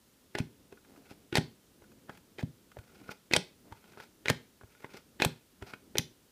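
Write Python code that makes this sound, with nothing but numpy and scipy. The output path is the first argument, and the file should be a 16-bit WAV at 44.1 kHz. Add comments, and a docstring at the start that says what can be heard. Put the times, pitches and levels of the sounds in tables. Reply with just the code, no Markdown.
"""Soft swishes, snaps and slaps: trading cards are dealt onto a pile on a wooden desk, about one a second.
The thumb grips the top card of a hand-held stack, lets it creep, then pulls it free.
At the pile its edge taps down, it snaps off a fingertip, skids and slaps flat,
and the hand bumps the desk. A small quiet room answers."""
import sys
import numpy as np
from scipy import signal
from scipy.fft import rfft, irfft
from scipy.io import wavfile
from scipy.ndimage import uniform_filter1d

SR = 44100
rng = np.random.default_rng(int(sys.argv[2]) if len(sys.argv) > 2 else 0)


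def bounce(signal):
    """Save signal as a 16-bit WAV file at the path given by the first command-line argument."""
    frames = np.transpose(np.atleast_2d(signal))
    limited = np.clip(frames, -1, 1)
    pcm = np.round(limited * 32767).astype(np.int16)
    wavfile.write(sys.argv[1], SR, pcm)


N = 278295
BLOW_SIZE = 8192  # samples in one short sound
AGE = np.arange(BLOW_SIZE) / SR

# the thumb draws a card off the stack: grip t/s, card free t/s, bump level/dB, creep/dB, pull/dB
CARD_DRAWS = [(0.722, 1.118, -61, -75, -55.5), (1.817, 2.156, -55.5, -76.5, -61),
              (2.785, 3.128, -42.5, -62.5, -51), (3.718, 4.036, -44.5, -62.5, -50),
              (4.636, 4.978, -49, -64.5, -49.5), (5.62, 5.707, -39.5, -55, -49.5)]
# the bent card springs off a fingertip: t/s, level/dB, brightness/(dB per octave), knock f/Hz
FINGER_SNAPS = [(1.3546, -23.5, -1.5, 3750), (2.393, -43, -3.5, 774), (3.3359, -19, -1.5, 2480),
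                (4.2834, -25.5, -2, 2410), (5.221, -21, -2, 2460), (5.972, -39, -2.5, 2460)]


def undb(db):
    """Turn decibels into a factor to multiply by."""
    return 10 ** (np.asarray(db) / 20)


def unit(x):
    """Scale a sound to an average strength (rms) of 1."""
    return x / np.sqrt(np.mean(x ** 2))


def blow_level(x, db):
    """Scale a blow so that its energy, spread over 10 ms, has this level."""
    return x * undb(db) / np.sqrt(np.sum(x ** 2) / (.01 * SR))


def add(track, s, x):
    """Mix x into the track from time s."""
    start = int(s * SR)
    track[start:start + len(x)] += x[:N - start]


def read(points, hz):
    """Read between (f/Hz, value) points, with octaves evenly spaced."""
    at, value = np.transpose(points)
    return np.interp(np.log(hz + 1), np.log(at), value)


def colour(x, points, tilt_db=0):
    """Shape the tone by (f/Hz, gain/dB) points, made brighter by tilt_db per octave."""
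    hz = np.fft.rfftfreq(BLOW_SIZE, 1 / SR)
    octaves = np.log2(np.maximum(hz, 250) / 2000)
    gain = undb(read(points, hz) + tilt_db * octaves)
    # build a filter that rings only after a hit, never before it
    cepstrum = irfft(np.log(gain))
    first_half = np.arange(BLOW_SIZE) < BLOW_SIZE // 2
    response = irfft(np.exp(rfft(2 * cepstrum * first_half) - cepstrum[0]))
    return signal.fftconvolve(x, response)[:len(x)]


def resonance(x, hz, width, db):
    """Lift one band, width Hz wide, or hollow it out if db is negative."""
    b, a = signal.iirpeak(hz, hz / width, fs=SR)
    return x + (undb(db) - 1) * signal.lfilter(b, a, x)


def drift(rate):
    """Wander smoothly through about `rate` random values a second."""
    hold = int(SR / rate)
    steps = np.repeat(rng.standard_normal(N // hold + 1), hold)
    return unit(uniform_filter1d(steps, hold)[:N])


def quiet_room(level_db=-63, waver_db=2.1, rumble_hz=700):
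    """A low room rumble wavers under a faint even hiss."""
    # tone of the quiet room: f/Hz, gain/dB
    tone = [(15, -38.5), (25, -11), (75, -10), (154, -12), (172, -9.5), (224, -7), (404, -13), (501, -16),
            (749, -24), (1280, -23.5), (1500, -26), (2560, -29), (2780, -26.5), (3830, -27.5), (15000, -31)]
    noise = unit(colour(rng.standard_normal(N), tone))
    rumble = signal.sosfiltfilt(signal.butter(2, rumble_hz, fs=SR, output="sos"), noise)
    hiss = noise - rumble
    return undb(level_db) * (hiss + rumble * undb(waver_db * drift(9.6)))


def card_ring(x, stretch=1):
    """A touch is heard directly and through the card's bending notes; the grip stretches their pitch."""
    # notes of a held card: f/Hz, time to fade by 60 dB/s, level over the plain touch/dB
    notes = [(395.8, 0.046, 0), (841, 0.045, -6.5), (1460, 0.055, 0), (1692, 0.013, -7.5),
             (2074, 0.014, -5), (2510, 0.024, -3.5), (3190, 0.029, -5.5), (3600, 0.032, -20)]
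    out = x
    for hz, t60, db in notes:
        width = np.log(1000) / (np.pi * t60)
        b, a = signal.iirpeak(hz * stretch, hz / width, fs=SR)
        out = out + undb(db) * signal.lfilter(b, a, x)
    return out


def blows(table, tone, chatter_db, chatter_s, chatter_hz, knock_db, knock_q, brush_db, brush_s):
    """The card brushes in, lands with a click and chatters; where it is hit favours one knock note."""
    out = np.zeros(N)
    landing = BLOW_SIZE // 4
    since = AGE - AGE[landing]
    brushing = undb(brush_db) * np.exp(-np.abs(since) / brush_s)
    settling = np.exp(-np.abs(since) / chatter_s)
    pressure = np.where(since < 0, brushing, settling)
    for s, db, tilt_db, knock_hz in table:
        chatter = rng.standard_normal(BLOW_SIZE) * pressure
        push = undb(chatter_db) * chatter / np.linalg.norm(chatter)
        push = signal.sosfilt(signal.butter(1, chatter_hz, "high", fs=SR, output="sos"), push)
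        push[landing] -= 1  # the sharp click
        grip_stretch = 1 + 0.01 * np.tanh(rng.standard_normal())
        sound = card_ring(colour(push, tone, tilt_db), grip_stretch)
        sound = resonance(sound, knock_hz, knock_hz / knock_q, knock_db)
        add(out, s - AGE[landing], blow_level(sound, db))
    return out


def edge_taps():
    """A card's edge touches down on the pile with a dull tap."""
    # touchdowns: t/s, level/dB, brightness/(dB per octave), knock f/Hz
    touchdowns = [(0.3518, -31, -0.5, 403), (1.3268, -31.5, -2, 325), (2.3848, -42.5, 0, 310),
                  (3.312, -34.5, -1.5, 339), (4.258, -33.5, 0, 1840), (5.2005, -31.5, -0.5, 312),
                  (5.955, -32.5, -2, 484)]
    # tone of an edge: f/Hz, gain/dB
    tone = [(40, -6.5), (130, 5), (200, -5), (340, 5.5), (650, -8), (1120, -15.5), (1900, -6.5),
            (2700, -14.5), (3500, -15), (5500, -28.5), (8000, -33.5), (15000, -45)]
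    return blows(touchdowns, tone, chatter_db=10, chatter_s=0.0036, chatter_hz=1131,
                 knock_db=5, knock_q=3.8, brush_db=-17.5, brush_s=0.0033)


def room_echo(x, wet_db, gap_s=0.00318, build_s=0.008):
    """Near walls return a dense short echo, whose highest notes die first."""
    # how long the room rings: f/Hz, time to fade by 60 dB/s
    fades = [(120, 0.28), (500, 0.24), (2500, 0.29), (5000, 0.27), (13000, 0.2)]
    # tone of the echo: f/Hz, gain/dB
    tone = [(50, -10.5), (200, 4), (400, 3), (800, -3.5), (1800, -6), (2450, -7.5), (3300, -3), (4600, -1),
            (7000, -5), (15000, -5.5)]
    age = np.arange(SR // 2) / SR
    hz = np.fft.rfftfreq(len(age), 1 / SR)
    noise = rfft(rng.standard_normal(len(age)))
    centres_hz = np.array(fades)[:, 0]
    tail = 0
    for share, (_, t60) in zip(np.eye(len(fades)), fades):
        band = read(np.column_stack([centres_hz, share]), hz)
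        tail = tail + irfft(noise * band, len(age)) * np.exp(-np.log(1000) * age / t60)
    tail = tail * np.clip((age - gap_s) / build_s, 0, 1)
    tail = colour(tail / np.linalg.norm(tail), tone)
    return undb(wet_db) * signal.fftconvolve(x, tail)[:N]


def fibres(size, spread_db):
    """Paper fibres catch and let go: dense tiny clicks, a few much larger."""
    clicks = rng.standard_normal(size)
    strength = undb(spread_db * np.minimum(rng.exponential(size=size), 5))
    return unit(clicks * strength)


def skid(length, hz, sing_db=9, sing_q=8):
    """A short gritty swish of card on card sings at a note set by the bend."""
    # tone of the scrape: f/Hz, gain/dB
    tone = [(100, -10.5), (500, 2.5), (1100, -2), (2400, -0.5), (4500, -6.5), (8000, -15.5), (15000, -22.5)]
    pressure = np.sqrt(np.abs(np.sin(np.pi * np.minimum(AGE / length, 1))))
    grit = card_ring(colour(fibres(BLOW_SIZE, spread_db=3), tone))
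    return pressure * unit(resonance(grit, hz, hz / sing_q, sing_db))


def skids(bend_s=0.016, bend_db=-19, bend_hz=2770):
    """The card scrapes softly as it bends before each snap, and skids over the pile."""
    # skids on the pile: t/s, length/s, level/dB, singing f/Hz
    pile_skids = [(0.375, 0.033, -41, 2450), (1.361, 0.02, -28, 1890), (2.392, 0.025, -46, 1620),
                  (3.348, 0.011, -33, 850), (4.288, 0.023, -29, 1780), (5.219, 0.041, -34.5, 2470),
                  (5.984, 0.016, -38, 2360)]
    out = np.zeros(N)
    for s, length, db, hz in pile_skids:
        add(out, s, undb(db) * skid(length, hz))
    for s, snap_db, *_ in FINGER_SNAPS:
        add(out, s - bend_s, undb(snap_db + bend_db) * skid(bend_s, bend_hz))
    return out


def slaps():
    """The card's face lands flat; a cushion of air under it rounds off the top of the click."""
    # landings: t/s, level before the cushion/dB, brightness/(dB per octave), knock f/Hz, top f/Hz
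    landings = [(0.386, -34, 0.5, 2430, 9300), (1.372, -27, -0.5, 2030, 11000),
                (1.3814, -29.5, -2, 373, 9000), (2.4283, -43, -4, 554, 11000),
                (3.360, -34.5, -5, 830, 10000), (3.3642, -20, 2, 610, 9000), (4.300, -23.5, -2, 507, 14000),
                (5.249, -25, 0, 520, 19000), (5.9834, -23.5, 2.5, 5900, 15000)]
    # tone of a slap: f/Hz, gain/dB
    tone = [(40, 2), (150, -3.5), (280, 1.5), (600, 8.5), (1100, 1), (2400, -6), (3300, 1), (5500, -7),
            (7200, -8), (13000, -12.5), (16000, -15.5)]
    out = np.zeros(N)
    for *blow, top_hz in landings:
        hit = blows([blow], tone, chatter_db=2.5, chatter_s=0.0024, chatter_hz=1380,
                    knock_db=7, knock_q=7.1, brush_db=-12.5, brush_s=0.0012)
        cushion = signal.butter(3, top_hz, fs=SR)
        out += signal.lfilter(*cushion, hit + 1e-18)  # the tiny offset keeps the filter fast in silence
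    return out


def desk_thuds(table):
    """A soft push rings the desk's low notes; a longer push is duller, and the spot sets the pitch."""
    # notes of the desk top: f/Hz, time to fade by 60 dB/s, relative level/dB
    notes = [(87, 0.07, -18.5), (134.4, 0.045, 4.5), (213.6, 0.069, -5), (251.5, 0.096, -5.5),
             (382, 0.061, -8), (495, 0.14, -9.5)]
    out = np.zeros(N)
    for s, db, push_s, pitch in table:
        ring = sum(undb(note_db - 60 * AGE / t60) * np.cos(2 * np.pi * hz * pitch * AGE)
                   for hz, t60, note_db in notes)
        push = np.sin(np.pi * np.minimum(AGE / push_s, 1))
        add(out, s, blow_level(signal.fftconvolve(ring, push)[:BLOW_SIZE], db))
    return out


def hand_bumps():
    """The hand meets the desk as it lays each card down."""
    # bumps: t/s, level/dB, push length/s, pitch factor
    bumps = [(0.402, -26.5, 0.0028, 1), (1.3828, -22, 0.0027, 1.05), (2.434, -27, 0.0033, 1.01),
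             (3.371, -32.5, 0.0046, 1.37), (4.303, -24.5, 0.0027, 0.99), (5.259, -25.5, 0.0041, 1.07),
             (5.990, -30.5, 0.0031, 1.05)]
    return desk_thuds(bumps)


def grip_bumps(push_s=0.00796, pitch=0.835):
    """Each grip lands the thumb on the top card with a slow, dull low bump."""
    return desk_thuds([(grip, bump_db, push_s, pitch) for grip, _, bump_db, _, _ in CARD_DRAWS])


def draw_speed(creep_rise_s=0.057, pull_rise_s=0.0385, pull_hold_s=0.023, release_s=0.019):
    """A gripped card creeps evenly, speeds up into a short even pull, and falls silent once free."""
    t = np.arange(N) / SR
    speed = np.zeros(N)
    for grip, free, _, creep_db, pull_db in CARD_DRAWS:
        start = np.clip((t - grip) / creep_rise_s, 0, 1)
        pull = undb(pull_db) * np.exp(np.minimum(t - free + pull_hold_s, 0) / pull_rise_s)
        release = np.exp(-np.clip(t - free, 0, 1) / release_s)
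        speed += start * np.maximum(undb(creep_db), pull) * release
    return speed


def slides(gain_db=-2.5, uneven_db=4, fast_db=-53):
    """Glossy card rubs on card: gritty while it creeps, a bright swish as it gathers speed."""
    speed = draw_speed()
    fast = np.clip(speed / undb(fast_db), 0, 1)
    drag = undb(uneven_db * drift(120))
    # tone of the rubbing: f/Hz, gain/dB
    tone = [(100, -16), (380, 2.5), (900, 0), (1400, -6), (1750, -8.5), (2300, -0.5), (3000, -7.5),
            (5500, -12.5), (7000, -16.5), (15000, -18.5)]
    grit = unit(fibres(N, spread_db=4.5) * drag)
    rub = resonance(card_ring(colour(grit, tone)), hz=1400, width=180, db=10)  # a bending note
    swish = resonance(rub, hz=4900, width=1700, db=7.4)
    return undb(gain_db) * speed * unit(rub + fast * (swish - rub))


def stack_taps():
    """Fingers and card corners tick on the held stack."""
    # ticks: t/s, level/dB, brightness/(dB per octave), knock f/Hz
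    ticks = [(0.7245, -47, 2, 394), (0.773, -58, 2, 1440), (1.112, -47.5, -7, 830), (1.820, -57, -1, 910),
             (2.095, -40.5, 1, 1720), (2.174, -57, 7.5, 910), (2.717, -56, 5.5, 1280),
             (2.769, -44, -1.5, 623), (2.788, -53.5, 6, 1430), (3.014, -51.5, -4, 283),
             (3.091, -39, -1.5, 1390), (3.7235, -45, 3.5, 920), (3.974, -48, 1, 1330),
             (4.001, -45.5, 2.5, 1440), (4.612, -52, 0, 1460), (4.635, -54, -1, 1470),
             (4.8445, -40, 0.5, 1950), (4.944, -46.5, 0, 390), (5.624, -41.5, 2, 393),
             (5.736, -40.5, 2, 2340)]
    # tone of a tick: f/Hz, gain/dB
    tone = [(40, -0.5), (120, 13), (330, 7), (700, -0.5), (1150, -3.5), (1900, -14.5), (2500, -16.5),
            (3600, -25.5), (6500, -36), (15000, -46)]
    return blows(ticks + corner_catches(), tone, chatter_db=11.5, chatter_s=0.0047, chatter_hz=1070,
                 knock_db=10.5, knock_q=8.8, brush_db=-15, brush_s=0.008)


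def corner_catches(per_draw=2, db=-62, spread_db=2, tilt_db=4, knock_hz=1460):
    """List faint ticks at chance moments of every draw, as the card's corners catch."""
    rows = []
    for grip, free, *_ in CARD_DRAWS:
        for _ in range(per_draw):
            rows.append((rng.uniform(grip, free), db + spread_db * rng.standard_normal(), tilt_db, knock_hz))
    return rows


def rustles():
    """Soft skin drags on the card's face and stirs only its low notes."""
    # fingertips shifting on the stack: t/s, length/s, level/dB
    shifts = [(0.842, 0.23, -59.5), (1.114, 0.18, -67), (2.897, 0.13, -71), (3.63, 0.11, -61.5)]
    # tone of the rustle: f/Hz, gain/dB
    tone = [(80, -15), (280, 0), (650, -8.5), (1400, -20), (6000, -32)]
    out = np.zeros(N)
    for s, length, db in shifts:
        pressure = np.sin(np.pi * np.minimum(AGE / length, 1))
        grit = unit(colour(fibres(BLOW_SIZE, spread_db=9), tone))
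        add(out, s, undb(db) * pressure * grit)
    return out


def snaps():
    """The bent card springs off a fingertip with a sharp click."""
    # tone of a snap: f/Hz, gain/dB
    tone = [(40, -10), (150, -1), (300, -1), (650, -2), (880, 1), (1180, -10), (1700, -0.5), (2450, 4),
            (2900, -12), (3900, -1.5), (7000, -11), (15000, -25)]
    return blows(FINGER_SNAPS, tone, chatter_db=2.5, chatter_s=0.0038, chatter_hz=1504,
                 knock_db=7.5, knock_q=12, brush_db=-23.5, brush_s=0.0016)


def scene():
    """Stack, pile and desk are close to the microphone; each stirs the room from its own place."""
    card_clicks = edge_taps() + snaps()
    stack = stack_taps() + slides() + rustles()
    bent_card = card_clicks + skids()
    pile = slaps()
    desk = hand_bumps() + grip_bumps()
    walls = (room_echo(stack, wet_db=-11.5) + room_echo(bent_card, wet_db=-9.5)
             + room_echo(pile, wet_db=-13.5) + room_echo(desk, wet_db=-12.5))
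    return (stack + bent_card + pile + desk + walls + quiet_room())[None]


def record(dry, bass_hz=45, top_hz=15350):
    """The small microphone hollows two bands, drops the deepest bass and cuts the top."""
    # hollows in the microphone's response: f/Hz, width/Hz, gain/dB
    dips = [(1145, 170, -3.5), (2835, 160, -0.5)]
    for hz, width, db in dips:
        dry = resonance(dry, hz, width, db)
    thinned = signal.sosfilt(signal.butter(2, bass_hz, "high", fs=SR, output="sos"), dry)
    return signal.sosfilt(signal.ellip(10, .2, 80, top_hz, fs=SR, output="sos"), thinned)


dry = scene()
out = record(dry)
bounce(out)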